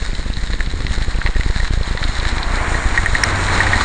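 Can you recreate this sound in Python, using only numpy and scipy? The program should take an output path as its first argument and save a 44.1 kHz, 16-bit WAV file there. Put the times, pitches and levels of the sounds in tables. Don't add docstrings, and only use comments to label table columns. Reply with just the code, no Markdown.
import sys
import numpy as np
from scipy import signal
from scipy.fft import rfft, irfft
from scipy.io import wavfile
from scipy.ndimage import uniform_filter1d

SR = 44100
rng = np.random.default_rng(int(sys.argv[2]) if len(sys.argv) > 2 else 0)


def store_wav(level_fs):
    pcm = np.round(np.clip(np.atleast_2d(level_fs), -1, 1) * 32767)
    wavfile.write(sys.argv[1], SR, pcm.T.astype(np.int16))


N = 169344

# (frequency [Hz], density [dB per Hz])
RUMBLE_COLOUR = [(15, -8.5), (30, 0.5), (48, 1), (70, -2.5), (100, -13.5), (150, -14), (250, -19.5),
                 (500, -30), (1000, -60.5)]
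# (time [s], level [dB])
RUMBLE_LEVEL = [(0, -28), (.6, -25), (.95, -22), (1.3, -30.5), (2.2, -27.5), (3.0, -26.5), (3.4, -21),
                (3.84, -22.5)]

# (frequency [Hz], density [dB per Hz])
ROAR_COLOUR = [(150, -4.5), (330, 0), (480, -6), (700, -1), (950, 2), (1300, -0.5), (1600, 0.5), (1900, 0),
               (2250, -3), (2700, -13.5), (3400, -17), (4500, -27), (9000, -39.5)]
# (time [s], level [dB])
ROAR_LEVEL = [(0, -46), (1, -38.5), (1.9, -34), (2.3, -28.5), (2.65, -22), (3.0, -25), (3.3, -22),
              (3.6, -20.5), (3.84, -23)]
# (frequency [Hz], density [dB per Hz])
SPRAY_COLOUR = [(2500, -4), (4000, -2.5), (5000, -15), (5600, 4.5), (6200, -1), (7000, 10), (7700, 0.5),
                (8700, 5.5), (9500, -14.5)]
# (time [s], level [dB])
SPRAY_LEVEL = [(0, -58), (1.9, -56), (2.4, -46.5), (2.7, -36.5), (3.05, -40), (3.5, -34), (3.84, -40)]
ENGINE_HZ, ENGINE_DB, DOPPLER = 92.9, -24, .05
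PASSES_S, PASS_LENGTH_S = 3.55, 0.435

# (frequency [Hz], density [dB per Hz])
GRIT_COLOUR = [(300, -10.5), (600, -7.5), (1200, -4.5), (1600, -0.5), (1900, 2.5), (2200, -3), (2550, -13),
               (3100, -10), (3500, -7), (3850, -0.5), (4150, 0), (4700, -11.5), (5300, -11), (6000, -18),
               (6900, -9), (7700, -15.5), (8700, -14), (9500, -31.5)]
# (time [s], level [dB])
GRIT_LEVEL = [(0, -32), (.6, -33.5), (1.2, -31.5), (1.7, -31.5), (2.25, -30), (2.7, -32.5), (3.1, -29.5),
              (3.4, -27.5), (3.84, -25)]
GRAINS_PER_S, GRAIN_SPREAD_DB, SCRUB_DB = 2200, 4.5, -1.5
GRIT_PATCHY_DB, GRIT_PATCH_HZ = 2, 30.22
FLICKS_PER_S, FLICK_DB, FLICK_SPREAD_DB = 130, 2.5, 3
FLICK_HZ, FLICK_OCTAVES, FLICK_T60_S = 2970, 0.67, 0.0054

# (time [s], swell level before trim [dB], contact length [s])
MOUNT_THUMPS = [(0.025, -10, 0.0022), (0.0944, -8.5, 0.0052), (0.1325, -9.5, 0), (0.193, -9.5, 0.0036),
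                (0.2617, -8.5, 0.0032), (0.302, -6.5, 0), (0.3737, -6.5, 0), (0.4341, -9, 0.0052),
                (0.5021, -9, 0), (0.5387, -8.5, 0.0046), (0.6065, -8, 0.0067), (0.6746, -8.5, 0),
                (0.7405, -8.5, 0.003), (0.8075, -9.5, 0.0032), (0.8498, -5, 0), (0.9113, -3.5, 0.0014),
                (0.9821, -6, 0.004), (1.0173, -6, 0.00028), (1.0843, -5.5, 0.002), (1.1518, -5.5, 0.0048),
                (1.1885, -6.5, 0.0013), (1.256, -4, 0.0017), (1.2931, -5.5, 0.0044), (1.3622, -4, 0.0039),
                (1.397, -3, 0), (1.4631, -3.5, 0.00055), (1.5018, -3, 0.0019), (1.5631, -4.5, 0),
                (1.6017, -5.5, 0.0016), (1.6353, -4, 0.0053), (1.7089, -3.5, 0.00051),
                (1.7388, -4.5, 0.0021), (1.776, -4, 0.0012), (1.8122, -4.5, 0.0015), (1.8778, -8.5, 0),
                (1.9119, -5.5, 0), (1.9515, -8, 0.0014), (2.0176, -5.5, 0.00084), (2.054, -6.5, 0.003),
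                (2.0938, -6, 0.00085), (2.192, -7.5, 0.0025), (2.2288, -9, 0.0015), (2.2652, -5.5, 0.0022),
                (2.328, -7.5, 0.0027), (2.3716, -7.5, 0.0022), (2.4018, -9.5, 0), (2.4706, -8, 0.0055),
                (2.5094, -8, 0.0012), (2.5404, -6.5, 0.0035), (2.5751, -8, 0.0026), (2.614, -9, 0.0021),
                (2.6824, -9.5, 0), (2.72, -7, 0.0014), (2.753, -5.5, 0), (2.7886, -9, 0),
                (2.8608, -3, 0.002), (2.926, -6.5, 0.0033), (2.9937, -8.5, 0.0053), (3.0372, -9, 0.00055),
                (3.0928, -7.5, 0.006), (3.1344, -5.5, 0.0016), (3.2691, -10.5, 0.0012),
                (3.5223, -9.5, 0.00079), (3.5855, -7.5, 0.0033), (3.695, -6.5, 0), (3.762, -9, 0.00072)]
# (frequency [Hz], density [dB per Hz])
SCUFF_COLOUR = [(120, -9.5), (300, 0), (480, -3), (700, -10), (1400, -35.5)]
THUMP_TRIM_DB, THUMP_RISE_S, THUMP_FALL_S, THUMP_LOW_HZ = 0.5, 0.0027, 0.0045, 8.6
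CUSP_DB, CUSP_S, BOUNCE_SPAN = -19, 0.00038, 0.67
SCUFF_DB, SCUFF_S = -30.5, 0.0028

# (time [s], level before trim [dB], pitch [Hz], relative treble before trim [dB])
POPS_AND_KNOCKS = [(.1511, -15, 3100, -7), (.337, -19, 3950, -8), (.369, -15.5, 1900, -6),
                   (.4728, -16, 1900, -4.5), (.5332, -6.5, 1740, -12), (.536, -14, 1800, -12),
                   (.606, -0.5, 1750, -21), (.6614, -13, 1930, -7.5), (.703, -17, 1760, -6),
                   (.8051, -12.5, 1950, -9), (.8667, -4.5, 1940, -11.5), (1.0233, -10, 1640, -8),
                   (1.2161, -4, 1700, -29), (1.2620, -1.5, 1930, -17), (1.273, -2, 1900, -17),
                   (1.3655, -6, 1750, -25), (1.4088, -5, 2030, -26), (1.4336, -9.5, 2100, -16),
                   (1.5609, -6.5, 1610, -13.5), (1.6516, -5, 1760, -22), (1.6761, -7, 1650, -15),
                   (1.8322, -26.5, 3850, 5.5), (1.9739, -4, 1800, -16.5), (2.0282, -0.5, 1780, -19.5),
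                   (2.040, -12.5, 3940, -2.5), (2.1827, -19, 3910, -4), (2.1989, -9.5, 2150, -6),
                   (2.2325, -15, 1830, -18), (2.2515, -2.5, 1740, -15), (2.2715, -5, 1800, -14),
                   (2.2897, -11.5, 1660, -5.5), (2.3134, -15, 1360, -14), (2.3825, -7.5, 2050, -9),
                   (2.4299, -10.5, 1880, -4), (3.467, -13.5, 1930, -4), (3.635, -1, 1060, -22),
                   (3.8081, -1, 1260, -29), (3.811, -1, 1160, -26)]
POP_TRIM_DB, POP_BODY_DB, POP_T60_S = 0.5, -3.5, 0.0054
POP_EDGE_TRIM_DB, POP_EDGE_HZ, POP_EDGE_T60_S = 6.5, 3940, 0.0049
CRUMBLE_DB, CRUMBLE_S = -18, 0.0041
GRAIN_ATTACK_S = .0002

# (time [s], level [dB], decay time constant [s])
SLUSH_CRUNCHES = [(1.2625, -23, 0.014), (3.6325, -13, 0.0035), (3.8092, -10, 0.0059)]
# (frequency [Hz], density [dB per Hz])
CRUNCH_COLOUR = [(300, -18), (700, -6), (1150, -3), (1500, -3), (2200, -15), (3500, -25), (9000, -46)]

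# (time [s], ring level before mode levels [dB], full ring t60 [s], tick or burst level [dB],
# tick or burst pitch [Hz])
LOOSE_CLANKS = [(1.350, -25, 0.054, -39, 8000), (1.601, -15, 0.032, -30, 3900),
                (2.7448, -11, 0.04, -33, 7000), (2.976, -3, 0.045, -22, 6700),
                (3.0598, -6, 0.037, -18, 8200), (3.1515, -3.5, 0.031, -24, 8300),
                (3.2354, 3, .012, -13, 8250), (3.2377, 1, 0.013, 5, 5515), (3.4862, -8.5, 0.02, -33, 4000),
                (3.6040, -3, 0.04, -23, 8100), (3.668, -9, 0.04, -20, 4000), (3.7325, -5, .05, -28, 7000)]
# (centre pitch [Hz], share of the full ring t60 [ratio], relative level [dB])
LOOSE_PART_MODES = [(1868, 0.97, 3.5), (1744, 0.8, -7.5), (2110, 1, -7), (3860, .8, -25)]
TICK_GRIT_DB, TICK_S, CLANK_ATTACK_S = -2, 0.00061, 0.00072

CLIP_LEVEL, TOP_HZ = 0.75, 9500


def undb(db):
    return 10 ** (np.asarray(db) / 20)


def unit(x):
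    return x / np.sqrt(np.mean(x ** 2))


def noise():
    return rng.standard_normal(N)


def fader(points):
    return undb(np.interp(np.arange(N) / SR, *np.array(points, float).T))


def colour(x, points):
    hz, db = np.array(points, float).T
    f = np.maximum(np.fft.rfftfreq(N, 1 / SR), 1)
    gain = undb(np.interp(np.log(f), np.log(hz), db))
    cepstrum = irfft(np.log(gain), N)
    cepstrum[1:N // 2] *= 2
    cepstrum[N // 2 + 1:] = 0
    return unit(irfft(rfft(x) * np.exp(rfft(cepstrum)), N))


def walk(rate):
    k = max(int(SR / rate), 2)
    steps = np.repeat(rng.standard_normal(N // k + 1), k)
    return unit(uniform_filter1d(steps, k)[:N])


def ring(t, hz, t60):
    return np.sin(2 * np.pi * hz * t) * np.exp(-np.log(1000) * t / t60)


def grain(t, hz, t60):
    return ring(t, hz, t60) * (1 - np.exp(-(t / GRAIN_ATTACK_S) ** 2))


def add(out, start, sound):
    i = int(np.clip(start * SR, 0, N - 1))
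    out[i:i + len(sound)] += sound[:N - i]


def rumble():
    return colour(noise(), RUMBLE_COLOUR) * fader(RUMBLE_LEVEL)


def tyre_roar():
    return colour(noise(), ROAR_COLOUR) * fader(ROAR_LEVEL) * undb(1.3 * walk(12))


def spray():
    return colour(noise(), SPRAY_COLOUR) * fader(SPRAY_LEVEL) * undb(1.3 * walk(25))


def engine():
    along = (np.arange(N) / SR - PASSES_S) / PASS_LENGTH_S
    distance = np.hypot(along, 1)
    hz = ENGINE_HZ * (1 - DOPPLER * along / distance + 0.013 * walk(11))
    hum = unit(np.sin(2 * np.pi * np.cumsum(hz) / SR))
    return hum * undb(ENGINE_DB + 2 * walk(7.1)) / distance ** 2


def studs():
    size = undb(GRAIN_SPREAD_DB * np.minimum(rng.exponential(size=N), 5))
    struck = rng.random(N) < GRAINS_PER_S / SR
    clicks = struck * size * rng.choice([-1, 1], N)
    contact = unit(clicks) + undb(SCRUB_DB) * noise()
    patches = undb(GRIT_PATCHY_DB * walk(GRIT_PATCH_HZ))
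    return colour(contact * patches, GRIT_COLOUR) * fader(GRIT_LEVEL)


def flicks():
    t, out = np.arange(SR // 80) / SR, np.zeros(N)
    candidates = 1500
    for when, keep, size, pitch in rng.random((candidates, 4)):
        if keep < FLICKS_PER_S * N / SR / candidates:
            hz = FLICK_HZ * 2 ** (FLICK_OCTAVES * (2 * pitch - 1))
            db = FLICK_DB + FLICK_SPREAD_DB * min(-np.log(1 - size), 4)
            add(out, when * N / SR, undb(db) * grain(t, hz, FLICK_T60_S))
    return out * fader(GRIT_LEVEL)


def thumps():
    t, pressure, contact = np.arange(N) / SR, np.zeros(N), np.zeros(N)
    for at, db, length in MOUNT_THUMPS:
        near = np.abs(t - at) < .05
        u = t[near] - at
        outside = np.maximum(np.abs(u) - length / 2, 0)
        swell = np.exp(-outside / np.where(u < 0, THUMP_RISE_S, THUMP_FALL_S))
        from_cusp = np.abs(np.abs(u) - length * BOUNCE_SPAN)
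        cusp = np.exp(-from_cusp / CUSP_S)
        pressure[near] -= undb(db) * swell + undb(CUSP_DB) * cusp
        contact[near] += np.exp(-(from_cusp / SCUFF_S) ** 2)
    scuff = undb(SCUFF_DB) * contact * colour(noise(), SCUFF_COLOUR)
    low_cut = signal.butter(1, THUMP_LOW_HZ, "high", fs=SR, output="sos")
    return undb(THUMP_TRIM_DB) * signal.sosfilt(low_cut, pressure) + scuff


def pops_and_knocks():
    t, out = np.arange(SR // 25) / SR, np.zeros(N)
    for at, db, hz, treble_db in POPS_AND_KNOCKS:
        sparse = rng.standard_normal(len(t)) * (rng.random(len(t)) < .5)
        push = undb(CRUMBLE_DB) * sparse * np.exp(-t / CRUMBLE_S)
        push[0] = 1
        body = undb(POP_BODY_DB) * grain(t, hz, POP_T60_S)
        edge = undb(treble_db + POP_EDGE_TRIM_DB) * grain(t, POP_EDGE_HZ, POP_EDGE_T60_S)
        add(out, at, undb(db + POP_TRIM_DB) * signal.fftconvolve(push, body + edge))
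    return out


def crunches():
    t, envelope = np.arange(SR // 10) / SR, np.zeros(N)
    for at, db, decay in SLUSH_CRUNCHES:
        add(envelope, at, undb(db) * np.exp(-t / decay))
    return envelope * colour(noise(), CRUNCH_COLOUR)


def clanks():
    t, out = np.arange(SR // 10) / SR, np.zeros(N)
    for at, db, t60, tick_db, tick_hz in LOOSE_CLANKS:
        tone = np.zeros(len(t))
        for hz, share, mode_db in LOOSE_PART_MODES:
            detuned = hz * (1 + .003 * rng.standard_normal())
            tone += undb(mode_db) * ring(t, detuned, t60 * share)
        tone *= 1 - np.exp(-t / CLANK_ATTACK_S)
        buzz = np.sin(2 * np.pi * tick_hz * t) + undb(TICK_GRIT_DB) * rng.standard_normal(len(t))
        tick = buzz * (t / TICK_S * np.exp(1 - t / TICK_S)) ** 2
        add(out, at, undb(db) * tone + undb(tick_db) * tick)
    return out


def scene():
    car = tyre_roar() + spray() + engine()
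    tyres = studs() + flicks() + pops_and_knocks() + crunches()
    bike = rumble() + thumps() + clanks()
    return (car + tyres + bike)[None]


def record(dry):
    top_cut = signal.ellip(10, .2, 80, TOP_HZ, fs=SR, output="sos")
    return signal.sosfilt(top_cut, np.clip(dry, -CLIP_LEVEL, CLIP_LEVEL))


dry = scene()
out = record(dry)
store_wav(out)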